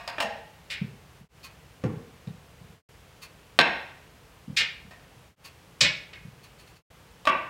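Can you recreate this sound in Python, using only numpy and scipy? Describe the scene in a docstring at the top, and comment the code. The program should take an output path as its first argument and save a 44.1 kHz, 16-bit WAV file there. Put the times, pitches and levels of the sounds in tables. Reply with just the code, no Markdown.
"""A narrow hallway: test throws of a small wooden glider, in five short scenes that fade out and in.
The glider swishes off the hand, then skids on its thin wings in stick-slip grains or clacks on
hard surfaces, setting the door frame and panel ringing. Dull thumps come through the floor.
The hallway answers with close echoes and a half-second tail over a quiet hiss."""
import sys
import numpy as np
from scipy import signal
from scipy.fft import rfft, irfft
from scipy.io import wavfile
from scipy.ndimage import uniform_filter1d

SR = 44100
rng = np.random.default_rng(int(sys.argv[2]) if len(sys.argv) > 2 else 0)


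def wav_record(signal):
    """Record a signal, one row per channel, as 16-bit PCM in the file named by sys.argv[1]."""
    frames = np.transpose(np.atleast_2d(signal))
    bounded = np.clip(frames, -1, 1)
    # unit amplitude maps onto the largest positive 16-bit level
    quanta = np.round(bounded * 32767).astype(np.int16)
    wavfile.write(sys.argv[1], SR, quanta)


N = 330309
SIZE = 32768  # samples per event
AGE_S = np.arange(SIZE) / SR


def undb(db):
    """Decibels to gain."""
    return 10 ** (np.asarray(db) / 20)


def unit(x):
    """Scale to unit energy."""
    return x / np.sqrt(np.sum(x ** 2) + 1e-18)


def per_bin(points, size):
    """Interpolate (frequency [Hz], value) points at every FFT bin, on a log axis."""
    hz, value = np.transpose(points)
    bins_hz = np.arange(size // 2 + 1) * SR / size
    return np.interp(np.log(bins_hz + 1), np.log(hz), value)


def through(x, response):
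    """Convolve, cut to event length."""
    return signal.fftconvolve(x, response)[:SIZE]


def minimum_phase(gain):
    """Most compact impulse response with this spectral shape."""
    cepstrum = irfft(np.log(gain + 1e-12))
    cepstrum[1:SIZE // 2] *= 2
    cepstrum[SIZE // 2:] = 0
    return unit(irfft(np.exp(rfft(cepstrum))))


def colour(spectrum, tilt_db_oct=0):
    """Impulse response of a tilted spectrum table."""
    tilted = [(hz, db + tilt_db_oct * np.log2(hz)) for hz, db in spectrum]
    return minimum_phase(undb(per_bin(tilted, SIZE)))


def resonances(peaks, q):
    """Impulse response lifting damped resonances out of a flat spectrum."""
    bins_hz = np.arange(SIZE // 2 + 1) * SR / SIZE
    lift = sum(abs(undb(db) ** 2 - 1) / (1 + (2 * q * (bins_hz / hz - 1)) ** 2) for hz, db in peaks)
    return minimum_phase(np.sqrt(1 + lift))


def ringing(modes):
    """Damped sines, random phases."""
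    return unit(sum(undb(db - 60 * AGE_S / t60_s) * np.sin(2 * np.pi * (hz * AGE_S + rng.random()))
                    for hz, db, t60_s in modes))


def whiten(x, width_bins):
    """Flatten the broad spectral humps of a burst."""
    power = uniform_filter1d(abs(rfft(x)) ** 2, width_bins)
    return unit(through(x, minimum_phase((power + 1e-12) ** -.5)))


def grains(envelope, spread_db):
    """Tiny contacts of uneven strength under an envelope."""
    noise = envelope * rng.standard_normal(SIZE)
    strength = undb(spread_db * np.minimum(rng.exponential(size=SIZE), 5))
    return unit(noise * strength)


def add(track, time_s, sound, level_db):
    """Mix in an event; level is its energy spread over 50 ms."""
    start = int(time_s * SR)
    scaled = unit(sound) * undb(level_db) * np.sqrt(SR / 20)
    part = scaled[max(-start, 0):N - start]
    start = max(start, 0)
    track[start:start + len(part)] += part


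# (frequency [Hz], level [dB])
HISS_SPECTRUM = [(15, -40), (25, -30), (53, -1), (169, -4), (221, -14), (253, -12), (368, -14.5),
                 (457, -10.5), (582, -14.5), (919, -15.5), (1380, -18), (1750, -19), (3000, -20.5),
                 (3720, -24.5), (15500, -35.5)]


def hiss(rms_db=-53.5):
    """Steady hiss and rumble of the house."""
    noise = irfft(rfft(rng.standard_normal(N)) * undb(per_bin(HISS_SPECTRUM, N)), N)
    return unit(noise) * np.sqrt(N) * undb(rms_db)


# (frequency [Hz], t60 [s], level [dB])
TAIL_BANDS = [(100, 0.52, 2), (300, 0.51, 2.5), (700, 0.63, 2.5), (1890, 0.63, 4.5), (4000, 0.62, -4),
              (7160, 0.55, -9), (14000, 0.11, 5.5)]


def hallway_tail(t60_scale=1, build_s=.0026):
    """Diffuse reverberation; the top band dies first."""
    spectrum, tail = rfft(rng.standard_normal(SIZE)), 0
    for k, (_, t60_s, db) in enumerate(TAIL_BANDS):
        band = per_bin([(row[0], j == k) for j, row in enumerate(TAIL_BANDS)], SIZE)
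        tail += irfft(spectrum * band) * undb(db - 60 * AGE_S / (t60_s * t60_scale))
    return unit(tail * (1 - np.exp(-AGE_S / build_s)))


# floor, walls and door: (delay [s], level [dB])
CLOSE_ECHOES = [(.0016, -4), (.0033, -4), (.0112, -7), (.0175, -11), (.0212, -9), (.0252, -9)]


def hallway(force, wet_db, t60_scale=1):
    """Direct sound, close echoes and tail of a broadband force, whitened."""
    early = np.zeros(SIZE)
    early[0] = 1
    for delay_s, db in CLOSE_ECHOES:
        early[int(delay_s * SR)] += undb(db)
    near = whiten(through(force, early), width_bins=601)
    tail = unit(through(force, hallway_tail(t60_scale)))
    return whiten(near + undb(wet_db) * tail, width_bins=261)


# low hallway modes: (frequency [Hz], level [dB], t60 [s])
BOOM_MODES = [(116, -8, .35), (139, -20, 1), (185.8, -17, 0.21), (217, -21, 0.56)]
# dull contact: (frequency [Hz], level [dB])
KNOCK = [(24, -42), (45, -27.5), (90, -12.5), (140, -2.5), (235, -4), (290, -13), (385, -10.5), (490, -8.5),
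         (660, -32), (820, -19), (1200, -30.5), (2000, -36), (10000, -65), (15000, -74.5)]
# (time [s], level [dB], pitch [Hz])
FLOOR_THUMPS = [(.812, -29.5, 168), (1.207, -48, 167), (1.853, -35.5, 139), (1.965, -40, 148),
                (2.27, -35, 160), (2.609, -48.5, 153), (2.696, -55, 153), (4.476, -42, 203),
                (4.494, -38, 157), (4.846, -53, 179), (5.818, -39, 135), (6.247, -43.5, 161)]


def thump(hz, cycles=3, echo_s=.029):
    """The floor gives for a few cycles with a rough knock; the far wall echoes, the hallway booms."""
    push = np.sin(np.pi * np.minimum(AGE_S * hz / cycles, 1)) ** 2
    pulse = unit(push * np.sin(2 * np.pi * hz * AGE_S))
    echo = np.interp(AGE_S - echo_s, AGE_S, pulse, left=0)
    boom = unit(through(pulse, ringing(BOOM_MODES)))
    tail = unit(through(pulse, hallway_tail()))
    roughness = hallway(grains(push, spread_db=6), wet_db=-4.5)
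    knock = unit(through(roughness, colour(KNOCK)))
    return pulse + undb(-6) * echo + undb(-8) * boom + undb(-11) * tail + undb(-13) * knock


SWISH_WIDTH_S = .0085
SWISH_PEAK_S = 3 * SWISH_WIDTH_S
# rubbed wood: (frequency [Hz], level [dB])
SWISH_SPECTRUM = [(400, -30.5), (880, -7.5), (1100, -2.5), (1400, -5.5), (2550, -3.5), (3300, -7),
                  (4400, -10.5), (5500, -10.5), (10000, -16.5), (15000, -16.5)]
# its resonances: (frequency [Hz], lift [dB])
SWISH_PEAKS = [(1100, 7), (2600, 10), (4390, 15), (6650, 6), (9030, 5), (10800, 5)]
# throws and light rustles: (peak time [s], level [dB])
SWISHES = [(1.446, -46), (3.231, -46), (5.456, -47.5), (6.443, -55.5), (6.6, -56), (6.678, -59.5),
           (6.766, -57.5)]


def swish():
    """A soft rub on the wood swells and fades; each grip shifts the resonances."""
    swell = np.exp(-.5 * ((AGE_S - SWISH_PEAK_S) / SWISH_WIDTH_S) ** 2)
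    rub = grains(swell, spread_db=3)
    peaks = [(hz * (1 + .015 * rng.standard_normal()), db) for hz, db in SWISH_PEAKS]
    wood = through(colour(SWISH_SPECTRUM), resonances(peaks, q=20))
    return through(hallway(rub, wet_db=-6.5, t60_scale=.44), wood)


# parts of a skid: (frequency [Hz], level [dB])
WING_SPECTRUM = [(200, -30.5), (1000, -21), (1400, -12), (1750, -1.5), (2450, -0.5), (3100, -2.5),
                 (3700, -1), (5000, -7), (6300, -14.5), (7700, -20), (9300, -37.5), (15000, -52.5)]
FUSELAGE_SPECTRUM = [(30, -28), (70, -8), (160, 5), (220, -10), (300, -17.5), (410, -6.5), (470, -11.5),
                     (580, -1), (750, -15), (1150, -7), (2000, -34), (15000, -55)]
CRACKLE_SPECTRUM = [(1500, -37), (5000, 1), (8000, 10), (15000, -7.5)]
# wing resonances: (frequency [Hz], lift [dB])
WING_PEAKS = [(2200, 5.6), (2480, 5.5), (2890, 5.2), (3620, 1.9), (4450, 2.4), (5070, 4), (5700, 1.3),
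              (7600, 6), (8950, 3.1), (10500, 7.1)]
# (time [s], level [dB], touch [s], tilt [dB/oct], crackle [dB], fuselage [dB], second wing [dB])
WING_LANDINGS = [(.699, -33.3, .03, -3.5, -19, -29, -14), (4.5646, -21.7, .027, .5, -21.5, -37.5, -4.3),
                 (5.8065, -17.7, .014, 5.5, -38, -14.5, -4.7), (6.131, -45.5, .008, -6.5, -30, -38, -16)]


def skid(touch_s, tilt_db_oct, crackle_db, fuselage_db, rise_share=.46):
    """Stick-slip grains rasp one wing and crackle; a steep landing also knocks the fuselage."""
    rise_s, fall_s = rise_share * touch_s, (1 - rise_share) * touch_s
    pressure = np.minimum(.18 + AGE_S / rise_s, 1) * np.exp(-np.maximum(AGE_S - rise_s, 0) / fall_s)
    slips = hallway(grains(pressure, spread_db=4.5), wet_db=-4.5, t60_scale=.67)
    wing = unit(through(colour(WING_SPECTRUM, tilt_db_oct), resonances(WING_PEAKS, q=21)))
    rasp = unit(through(slips, wing + undb(fuselage_db) * colour(FUSELAGE_SPECTRUM)))
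    ticks = hallway(grains(pressure, spread_db=4), wet_db=-14)
    crackle = unit(through(ticks, colour(CRACKLE_SPECTRUM)))
    return rasp + undb(crackle_db) * crackle


# contact spectra: (frequency [Hz], level [dB])
NOSE = [(45, -31.5), (100, -22), (170, -4.5), (240, -7.5), (320, -6.5), (520, -5.5), (750, -2.5),
        (1300, -4.5), (1600, -3), (2600, -7), (4100, -5.5), (6000, -31), (9000, -36), (15000, -47)]
TUMBLE = [(59, -75), (100, -19), (217, -5), (375, -51), (399, -17), (660, 5.5), (718, -12), (797, 0.5),
          (1370, -27), (1880, -6.5), (2230, -25), (2800, -33), (3050, -19.5), (5150, -27.5), (15000, -47)]
EDGE = [(50, -19), (180, -9), (270, -4), (420, -4), (580, 2), (950, -1), (1450, -2.5), (2100, -3.5),
        (2550, -3), (3400, -8), (4300, -21.5), (5100, -23), (6200, -34), (15000, -45)]
TIP = [(100, -19.5), (330, -12.5), (600, 1), (1000, 3), (1400, -4), (2400, -5), (4200, -9), (5100, -14),
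       (6000, -27), (7800, -21.5), (9500, -27.5), (15000, -30.5)]
# contact: spectrum
CONTACT_SPECTRA = {"nose": NOSE, "tumble": TUMBLE, "edge": EDGE, "tip": TIP, "knock": KNOCK}
# wooden door frame: (frequency [Hz], level [dB], t60 [s])
FRAME_MODES = [(501, -13, .6), (670, -4, .45), (710, -2, .45), (1082, -10, .45), (1571, 0, .35),
               (1861, -2, .65), (2220, -7, .5), (2264, -8, .45), (2490, -5, .5), (2589, -8, .5),
               (2704, -8, .42), (2857, -8, .45), (3830, -10, .45), (4551, -18, .45), (5096, -19, .42),
               (6648, -28, .45)]


def frame_ring(contact):
    """Door frame modes, weighted by the contact's spectrum relative to a blow on the nose."""
    shift_db = per_bin(CONTACT_SPECTRA[contact], SR) - per_bin(NOSE, SR)  # 1 Hz bins
    return ringing([(hz, db + shift_db[int(hz)], t60_s) for hz, db, t60_s in FRAME_MODES])


# door panel: (frequency [Hz], level [dB], t60 [s])
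PANEL_MODES = [(1106, -9, .4), (1157, -5, .35), (1178, 0, .5), (1233, -7, .2)]
# contact: (snap lift [dB], frame ring re wet level [dB])
CONTACT_RINGS = {"nose": (3, -5), "tumble": (5, -8), "edge": (15.5, -13), "tip": (12.5, -4),
                 "knock": (-1, -25)}
# (time [s], level [dB], contact, chatter t60 about 7x this decay [ms], snap [Hz], wet [dB],
#  hits panel [0/1])
CLACKS = [(-.04, -37.5, "tip", 4, 1646, 6, 1), (.077, -34.5, "tip", 2.7, 4900, -3, 0),
          (.1827, -34, "edge", 4.4, 1650, -14, 0), (.2029, -27.7, "tip", 7, 2850, -9, 0),
          (.222, -29.5, "tumble", 19, 765, 0, 0), (1.8383, -25, "knock", 4.3, 1165, -4.5, 0),
          (2.2735, -57.5, "tip", 1.4, 3770, -8, 0), (3.5896, -14.3, "nose", 1.4, 740, -5, 0),
          (4.909, -49.5, "tip", 12, 1850, -3, 0), (7.2534, -36, "tip", 2.4, 3800, -1, 1),
          (7.272, -17.7, "edge", 2.5, 1150, -4.5, 1)]


def clack(contact, chatter_ms, snap_hz, wet_db, hits_panel):
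    """A sharp blow and brief chatter of the loose wing; door frame and panel ring on."""
    snap_db, frame_db = CONTACT_RINGS[contact]
    force = undb(7) * grains(np.exp(-1000 * AGE_S / chatter_ms), spread_db=2.5)
    force[0] += 1  # the blow itself
    blow = unit(through(hallway(force, wet_db), struck_wood(contact, snap_hz, snap_db)))
    frame = undb(frame_db + wet_db) * frame_ring(contact)
    panel = undb(-6 if hits_panel else -28) * ringing(PANEL_MODES)  # struck or only shaken
    return blow + frame + panel


# damped frame resonances: (frequency [Hz], lift [dB])
FRAME_PEAKS = [(1570, 5.5), (1865, 3.5), (2490, 4.5), (2680, 5), (5450, 8.5), (6650, 9.5), (8150, 7.5),
               (9950, 6)]


def struck_wood(contact, snap_hz, snap_db):
    """Response of the wood; each spot brings out its own snapping resonance."""
    wood = through(colour(CONTACT_SPECTRA[contact]), resonances(FRAME_PEAKS, q=22))
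    return through(wood, resonances([(snap_hz, snap_db)], q=29))


def scene():
    """Landings, throws and thumps over the hiss."""
    track = hiss()
    for time_s, db, *impact in CLACKS:
        add(track, time_s, clack(*impact), db)
    for time_s, db, touch_s, tilt_db_oct, crackle_db, fuselage_db, second_db in WING_LANDINGS:
        add(track, time_s, skid(touch_s, tilt_db_oct, crackle_db, fuselage_db), db)
        second_wing = skid(touch_s=.025, tilt_db_oct=-3.7, crackle_db=-33, fuselage_db=fuselage_db)
        add(track, time_s + .033, second_wing, db + second_db)
    for peak_s, db in SWISHES:
        add(track, peak_s - SWISH_PEAK_S, swish(), db)
    for time_s, db, hz in FLOOR_THUMPS:
        add(track, time_s, thump(hz), db)
    return track[None]


FADE_OUT_S, LOWPASS_HZ = .091, 15850
# (silence start [s], silence end [s], fade-in [s])
SCENE_BREAKS = [(1.284, 1.286, .094), (2.821, 2.888, .003), (5.357, 5.359, .091), (6.825, 6.901, .005)]


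def record(dry):
    """Fade between scenes, clip at full scale, low-pass."""
    time_s = np.arange(N) / SR
    fader = np.ones(N)
    for start_s, end_s, fade_in_s in SCENE_BREAKS:
        fader *= np.interp(time_s, [start_s - FADE_OUT_S, start_s, end_s, end_s + fade_in_s], [1, 0, 0, 1])
    lowpass = signal.ellip(10, .2, 80, LOWPASS_HZ, fs=SR, output="sos")
    return signal.sosfilt(lowpass, np.clip(dry * fader, -1, 1))


dry = scene()
out = record(dry)
wav_record(out)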